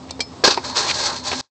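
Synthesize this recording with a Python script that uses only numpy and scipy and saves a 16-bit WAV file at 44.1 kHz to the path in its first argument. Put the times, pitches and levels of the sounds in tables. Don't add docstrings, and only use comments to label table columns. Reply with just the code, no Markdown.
import sys
import numpy as np
from scipy import signal
from scipy.fft import rfft, irfft
from scipy.io import wavfile
from scipy.ndimage import uniform_filter1d, minimum_filter1d

SR = 44100
rng = np.random.default_rng(int(sys.argv[2]) if len(sys.argv) > 2 else 0)


def master_out(mix):
    frames = np.transpose(np.atleast_2d(mix))
    ceiling = np.clip(frames, -1, 1)
    pcm = np.round(ceiling * 32767).astype(np.int16)
    wavfile.write(sys.argv[1], SR, pcm)


N = 66150
T = np.arange(N) / SR
LN_1000 = np.log(1000)


def undb(db):
    return 10 ** (np.asarray(db) / 20)


def unit_rms(x):
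    return x / np.sqrt(np.mean(x ** 2))


def through(x, response):
    return signal.fftconvolve(x, response)[:N]


def colour(spectrum, size=4096):
    hz, db = np.array(spectrum, float).T
    bins_hz = np.arange(size // 2 + 1) * SR / size
    shape_db = np.interp(np.log(bins_hz + 1), np.log(hz), db)
    cepstrum = irfft(np.log(undb(shape_db)))
    cepstrum[1:size // 2] *= 2
    cepstrum[size // 2 + 1:] = 0
    response = irfft(np.exp(rfft(cepstrum)))
    return response / np.linalg.norm(response)


def envelope(points):
    time_s, level_db = np.array(points).T
    return undb(np.interp(T, time_s, level_db))


def decay(start_s, decay_s):
    return (T >= start_s) * np.exp(-np.abs(T - start_s) / decay_s)


def delayed(x, start_s):
    return np.interp(np.arange(N) - round(start_s * SR), np.arange(N), x, left=0)


def wobble(rate_hz):
    return unit_rms(np.interp(T * rate_hz, np.arange(N), rng.standard_normal(N)))


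def band(pitch_hz, width_hz):
    bins_hz = np.arange(N // 2 + 1) * SR / N
    detuning = 2 * (bins_hz - pitch_hz) / width_hz
    return unit_rms(irfft(rfft(rng.standard_normal(N)) / (1 + detuning ** 2), N))


def grit(per_s, spread_db):
    contacts = (rng.random(N) < per_s / SR) * rng.choice([-1, 1], N)
    size_db = spread_db * np.minimum(rng.exponential(size=N), 4)
    return unit_rms(contacts * undb(size_db))


def strike(start_s, decay_s, response):
    fall = decay(start_s, decay_s)
    burst = through(fall * rng.choice([-1, 1], N), response)
    return burst * np.linalg.norm(fall) / np.linalg.norm(burst)


def ring(modes):
    return sum(undb(db) * decay(0, t60_s / LN_1000) * np.sin(2 * np.pi * hz * T)
               for hz, db, t60_s in modes)


# pitch_hz, gain_db, t60_s
FRAME_MODES = [(342, -15, 0.077), (419, 1, 0.063), (520, 2, 0.089), (593, 3.5, 0.06), (812, 0.5, 0.093),
               (919, -4, 0.081), (1036, 3, 0.17), (1339, 0, 0.27), (1640, 2, 0.076), (1598, 5, 0.13),
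               (2573, 0, 0.036), (3760, 4.5, 0.36), (4000, -2.5, 0.15), (4280, 1, .08), (4376, 1, 0.046),
               (4690, -2, .12), (4710, -0.5, .08), (5090, 1.5, 0.051)]


def frame_response(spectrum, boost_db=0.5):
    body = 0
    for pitch_hz, gain_db, t60_s in FRAME_MODES:
        damping = LN_1000 / t60_s
        mode = np.exp(-damping * T) * np.cos(2 * np.pi * pitch_hz * T)
        body += undb(gain_db + boost_db) * 2 * damping / SR * mode
    impulse = T == 0
    response = through(body + impulse, colour(spectrum))
    return response / np.linalg.norm(response)


# start_s, rattle_db, rattle_decay_s, thud_db
LANDING_BLOWS = [(.438, -17, 0.0043, -9), (0.4398, -8, 0.036, -9.5), (0.4456, -10.5, 0.025, -7),
                 (0.454, -22, 0.013, -19), (0.4628, -14, 0.01, -28), (0.4751, -8.5, 0.0098, -8.5),
                 (0.4819, -23.5, 0.011, -9), (.503, -15.5, .016, -35), (0.509, -11.5, .015, -24),
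                 (0.535, -26, 0.0082, -40), (0.5435, -18.5, .006, -51), (0.569, -25.5, 0.0083, -49)]
# freq_hz, level_db
RATTLE_SPECTRUM = [(60, -21), (250, -11.5), (500, -7.5), (700, -11), (1050, -0.5), (1500, -8.5),
                   (1900, -12.5), (3000, -10), (4400, -0.5), (5200, -3.5), (6500, -10), (9000, -23.5)]
THUD_SPECTRUM = [(40, -18.5), (90, -8.5), (160, -11), (230, -7.5), (380, -0.5), (680, -5), (1000, -5),
                 (1500, -4.5), (1900, -12), (3500, -19.5), (9000, -56.5)]


def landing(thud_decay_s=0.0055, push_db=-8.5):
    rattle, thud = frame_response(RATTLE_SPECTRUM), frame_response(THUD_SPECTRUM)
    solid_push = undb(push_db) * np.sqrt(thud_decay_s * SR / 2) * thud
    out = 0
    for start_s, rattle_db, rattle_decay_s, thud_db in LANDING_BLOWS:
        out += undb(rattle_db) * strike(start_s, rattle_decay_s, rattle)
        out += undb(thud_db) * (delayed(solid_push, start_s) + strike(start_s, thud_decay_s, thud))
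    return out


# time_s, level_db
HISS_LEVELS = [(0.6, -46), (0.636, -40.5), (0.646, -29), (0.716, -32), (0.738, -42), (0.77, -15.5),
               (0.862, -28), (0.904, -19.5), (0.932, -30.5), (0.946, -23.5), (1.014, -22), (1.024, -25),
               (1.068, -16.5), (1.088, -26), (1.154, -34.5), (1.164, -27), (1.228, -47.5), (1.238, -34),
               (1.28, -21), (1.306, -28.5), (1.314, -28), (1.41, -29)]
RUMBLE_LEVELS = [(0.6, -41.5), (0.622, -44), (0.646, -33), (0.75, -36), (0.77, -18.5), (0.78, -25.5),
                 (0.9, -26), (0.926, -31.5), (1.094, -24), (1.222, -47), (1.27, -29.5), (1.306, -34),
                 (1.326, -27), (1.378, -37.5), (1.41, -34.5)]
# freq_hz, level_db
HISS_SPECTRUM = [(500, -29.5), (1500, -14.5), (2200, -10), (2900, -13), (3600, -4), (4300, -0.5),
                 (4900, -4.5), (6300, -5.5), (8000, -13.5), (9000, -11.5)]
RUMBLE_SPECTRUM = [(60, -12), (180, -25), (340, -6), (540, -7), (603, -3.5), (690, -10.5), (850, 2),
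                   (1150, -2.5), (1700, -9), (2600, -20.5), (8000, -29)]


def rolling(load_s=0.07, jolt_db=1, hiss_boost_db=1):
    touchdown_s = LANDING_BLOWS[0][0]
    rider_load = np.clip((T - touchdown_s) / load_s, 0, 1)
    jolts = rider_load * undb(jolt_db * wobble(rate_hz=130))

    def stones(levels, spectrum):
        contacts = grit(per_s=6500, spread_db=2.5) * jolts * envelope(levels)
        return through(contacts, frame_response(spectrum))

    hiss = undb(hiss_boost_db) * stones(HISS_LEVELS, HISS_SPECTRUM)
    return hiss + stones(RUMBLE_LEVELS, RUMBLE_SPECTRUM)


# start_s, level_db, chatter_decay_s, ring_db, bar_share
HOP_CLINKS = [(0.1083, -17.5, 0.0032, -12.5, 0.6), (0.2051, -13.5, 0.0075, -0.5, 1)]
# pitch_hz, level_db, t60_s
BAR_MODES = [(2347, 3.5, 0.059), (3215, 3.5, .042), (4294, -0.5, 0.098), (4850, -2.5, 0.056),
             (5190, -6, 0.26), (5540, -16, 0.068), (7160, -8.5, .075), (7860, -3.5, .035)]
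FORK_MODES = [(1910, -10, .04), (3630, 0.5, 0.18), (4463, -17, .15), (6150, -14, 0.17)]
# freq_hz, level_db
TICK_SPECTRUM = [(100, -22), (550, -1), (950, -3.5), (1500, -13.5), (3300, -9), (4400, 5.5), (5500, 2.5),
                 (7000, -10.5), (9000, -3)]


def clinks(graze_lead_s=0.0017, graze_db=-10, fork_boost_db=3, chatter_boost_db=1.5, ring_trim_db=-7.5):
    tick = colour(TICK_SPECTRUM)
    bar, fork = ring(BAR_MODES), undb(fork_boost_db) * ring(FORK_MODES)
    out = 0
    for start_s, level_db, decay_s, ring_db, bar_share in HOP_CLINKS:
        tone = delayed(bar_share * bar + (1 - bar_share) * fork, start_s)
        chatter = strike(start_s, decay_s, tick)
        chatter += undb(graze_db) * strike(start_s - graze_lead_s, decay_s, tick)
        out += undb(level_db) * (undb(chatter_boost_db) * chatter + undb(ring_db + ring_trim_db) * tone)
    return out


# start_s, level_db, pitch_hz
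SHOE_STRIKES = [(0.1935, -27, 455), (0.5751, -13.5, 930), (.5825, -44, 900), (1.318, -23, 760),
                (1.331, -23, 770)]
# freq_hz, level_db
SOLE_SPECTRUM = [(60, -31.5), (200, -25), (380, -0.5), (600, -11.5), (900, 0.5), (1500, -14), (2400, -10),
                 (3300, -24), (4600, -12.5), (9000, -41)]


def steps(slap_decay_s=0.0098, slap_db=-4, clack_t60_s=0.03, clack_db=5.5):
    sole = colour(SOLE_SPECTRUM)
    out = 0
    for start_s, level_db, pitch_hz in SHOE_STRIKES:
        slap = strike(start_s, slap_decay_s, sole)
        clack = decay(start_s, clack_t60_s / LN_1000) * np.sin(2 * np.pi * pitch_hz * (T - start_s))
        out += undb(level_db) * (undb(slap_db) * slap + undb(clack_db) * clack)
    return out


# peak_s, level_db, rise_s, fall_s
SCUFF_STROKES = [(.099, -36, 0.0078, 0.0033), (0.7555, -31.5, 0.00087, 0.0093), (.770, -52, 0.0025, 0.0063),
                 (.903, -20, 0.024, .004), (0.9128, -14.5, 0.0028, 0.0037), (1.242, -44, 0.00086, .012),
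                 (1.316, -19, .0015, 0.011), (1.333, -25, 0.0022, .006)]
# freq_hz, level_db
SCUFF_SPECTRUM = [(200, -12), (800, -10), (1500, -4.5), (2200, 4.5), (3200, -1), (4200, 1.5), (5200, -12),
                  (9000, -21.5)]


def scuffs():
    drag = 0
    for peak_s, level_db, rise_s, fall_s in SCUFF_STROKES:
        slope_s = np.where(T < peak_s, rise_s, fall_s)
        drag += undb(level_db) * np.exp(-np.abs(T - peak_s) / slope_s)
    return through(drag * grit(per_s=7000, spread_db=0.5), colour(SCUFF_SPECTRUM))


# pitch_hz, width_hz, level_db
BEARING_BANDS = [(4260, 340, -36), (984, 116, -37)]


def bearings(start_s=0.64, rise_s=0.018, fade_db_per_s=12.5):
    spin = np.clip((T - start_s) / rise_s, 0, 1) * undb(-fade_db_per_s * (T - start_s))
    return spin * sum(undb(db) * band(hz, width_hz) for hz, width_hz, db in BEARING_BANDS)


# time_s, level_db
HUM_LEVELS = [(.58, -78), (.69, -37.5), (.88, -57), (1.05, -49), (1.16, -40.5), (1.28, -38.5), (1.4, -37),
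              (1.44, -59)]


def deck_hum():
    return envelope(HUM_LEVELS) * band(pitch_hz=254, width_hz=12)


def reflections(sound, delay_s=0.0024, t60_s=0.18, level_db=-25.5):
    tail = rng.standard_normal(N) * decay(delay_s, t60_s / LN_1000)
    wash = through(tail, colour([(100, 3.5), (1500, 0.5), (8000, -5.5)]))
    return undb(level_db) * through(sound, wash / np.linalg.norm(wash))


# freq_hz, level_db
TRAFFIC_SPECTRUM = [(25, -34.5), (50, -22), (80, -3), (130, 2), (200, -3), (450, -5.5), (700, -8),
                    (1000, -9), (1500, -20.5), (3000, -24), (4500, -19), (6000, -25.5), (9000, -29)]
# pitch_hz, width_hz, mid_scene_db
ENGINE_DRONES = [(82.5, 13, -48), (259.6, 14, -46.5)]


def traffic(level_db=-39, waver_db=1, drone_fade_db_per_s=3.5):
    level = undb(level_db + waver_db * wobble(rate_hz=8.5))
    roar = level * through(rng.standard_normal(N), colour(TRAFFIC_SPECTRUM))
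    drones = sum(undb(db) * band(hz, width_hz) for hz, width_hz, db in ENGINE_DRONES)
    return roar + undb(-drone_fade_db_per_s * (T - T.mean())) * drones


def scene():
    scooter = clinks() + landing() + rolling() + bearings() + deck_hum() + steps() + scuffs()
    return (scooter + reflections(scooter) + traffic())[None]


LOW_CUT_HZ, HIGH_CUT_HZ, TOP_HZ = 48.3, 8055, 16200
LIMIT_LEVEL, LIMIT_S, OVERLOAD_LEVEL = 0.93, 0.00055, 0.86
STOP_S, STOP_DB, STOP_FADE_S = 1.4105, -26, 0.04


def record(dry):
    thin = signal.sosfilt(signal.butter(2, LOW_CUT_HZ, "high", fs=SR, output="sos"), dry)
    dull = signal.sosfilt(signal.cheby1(10, 0.5, HIGH_CUT_HZ, fs=SR, output="sos"), thin)
    window = int(LIMIT_S * SR)
    needed_gain = LIMIT_LEVEL / np.maximum(np.abs(dull), LIMIT_LEVEL)
    gain = uniform_filter1d(minimum_filter1d(needed_gain, window), window)
    overloaded = np.clip(dull * gain, -OVERLOAD_LEVEL, OVERLOAD_LEVEL)
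    fade = undb(STOP_DB) * np.exp(-((T - STOP_S) / STOP_FADE_S) ** 2)
    gate = uniform_filter1d(np.where(T < STOP_S, 1, fade), size=32)
    return signal.sosfilt(signal.ellip(8, 0.2, 70, TOP_HZ, fs=SR, output="sos"), overloaded * gate)


dry = scene()
out = record(dry)
master_out(out)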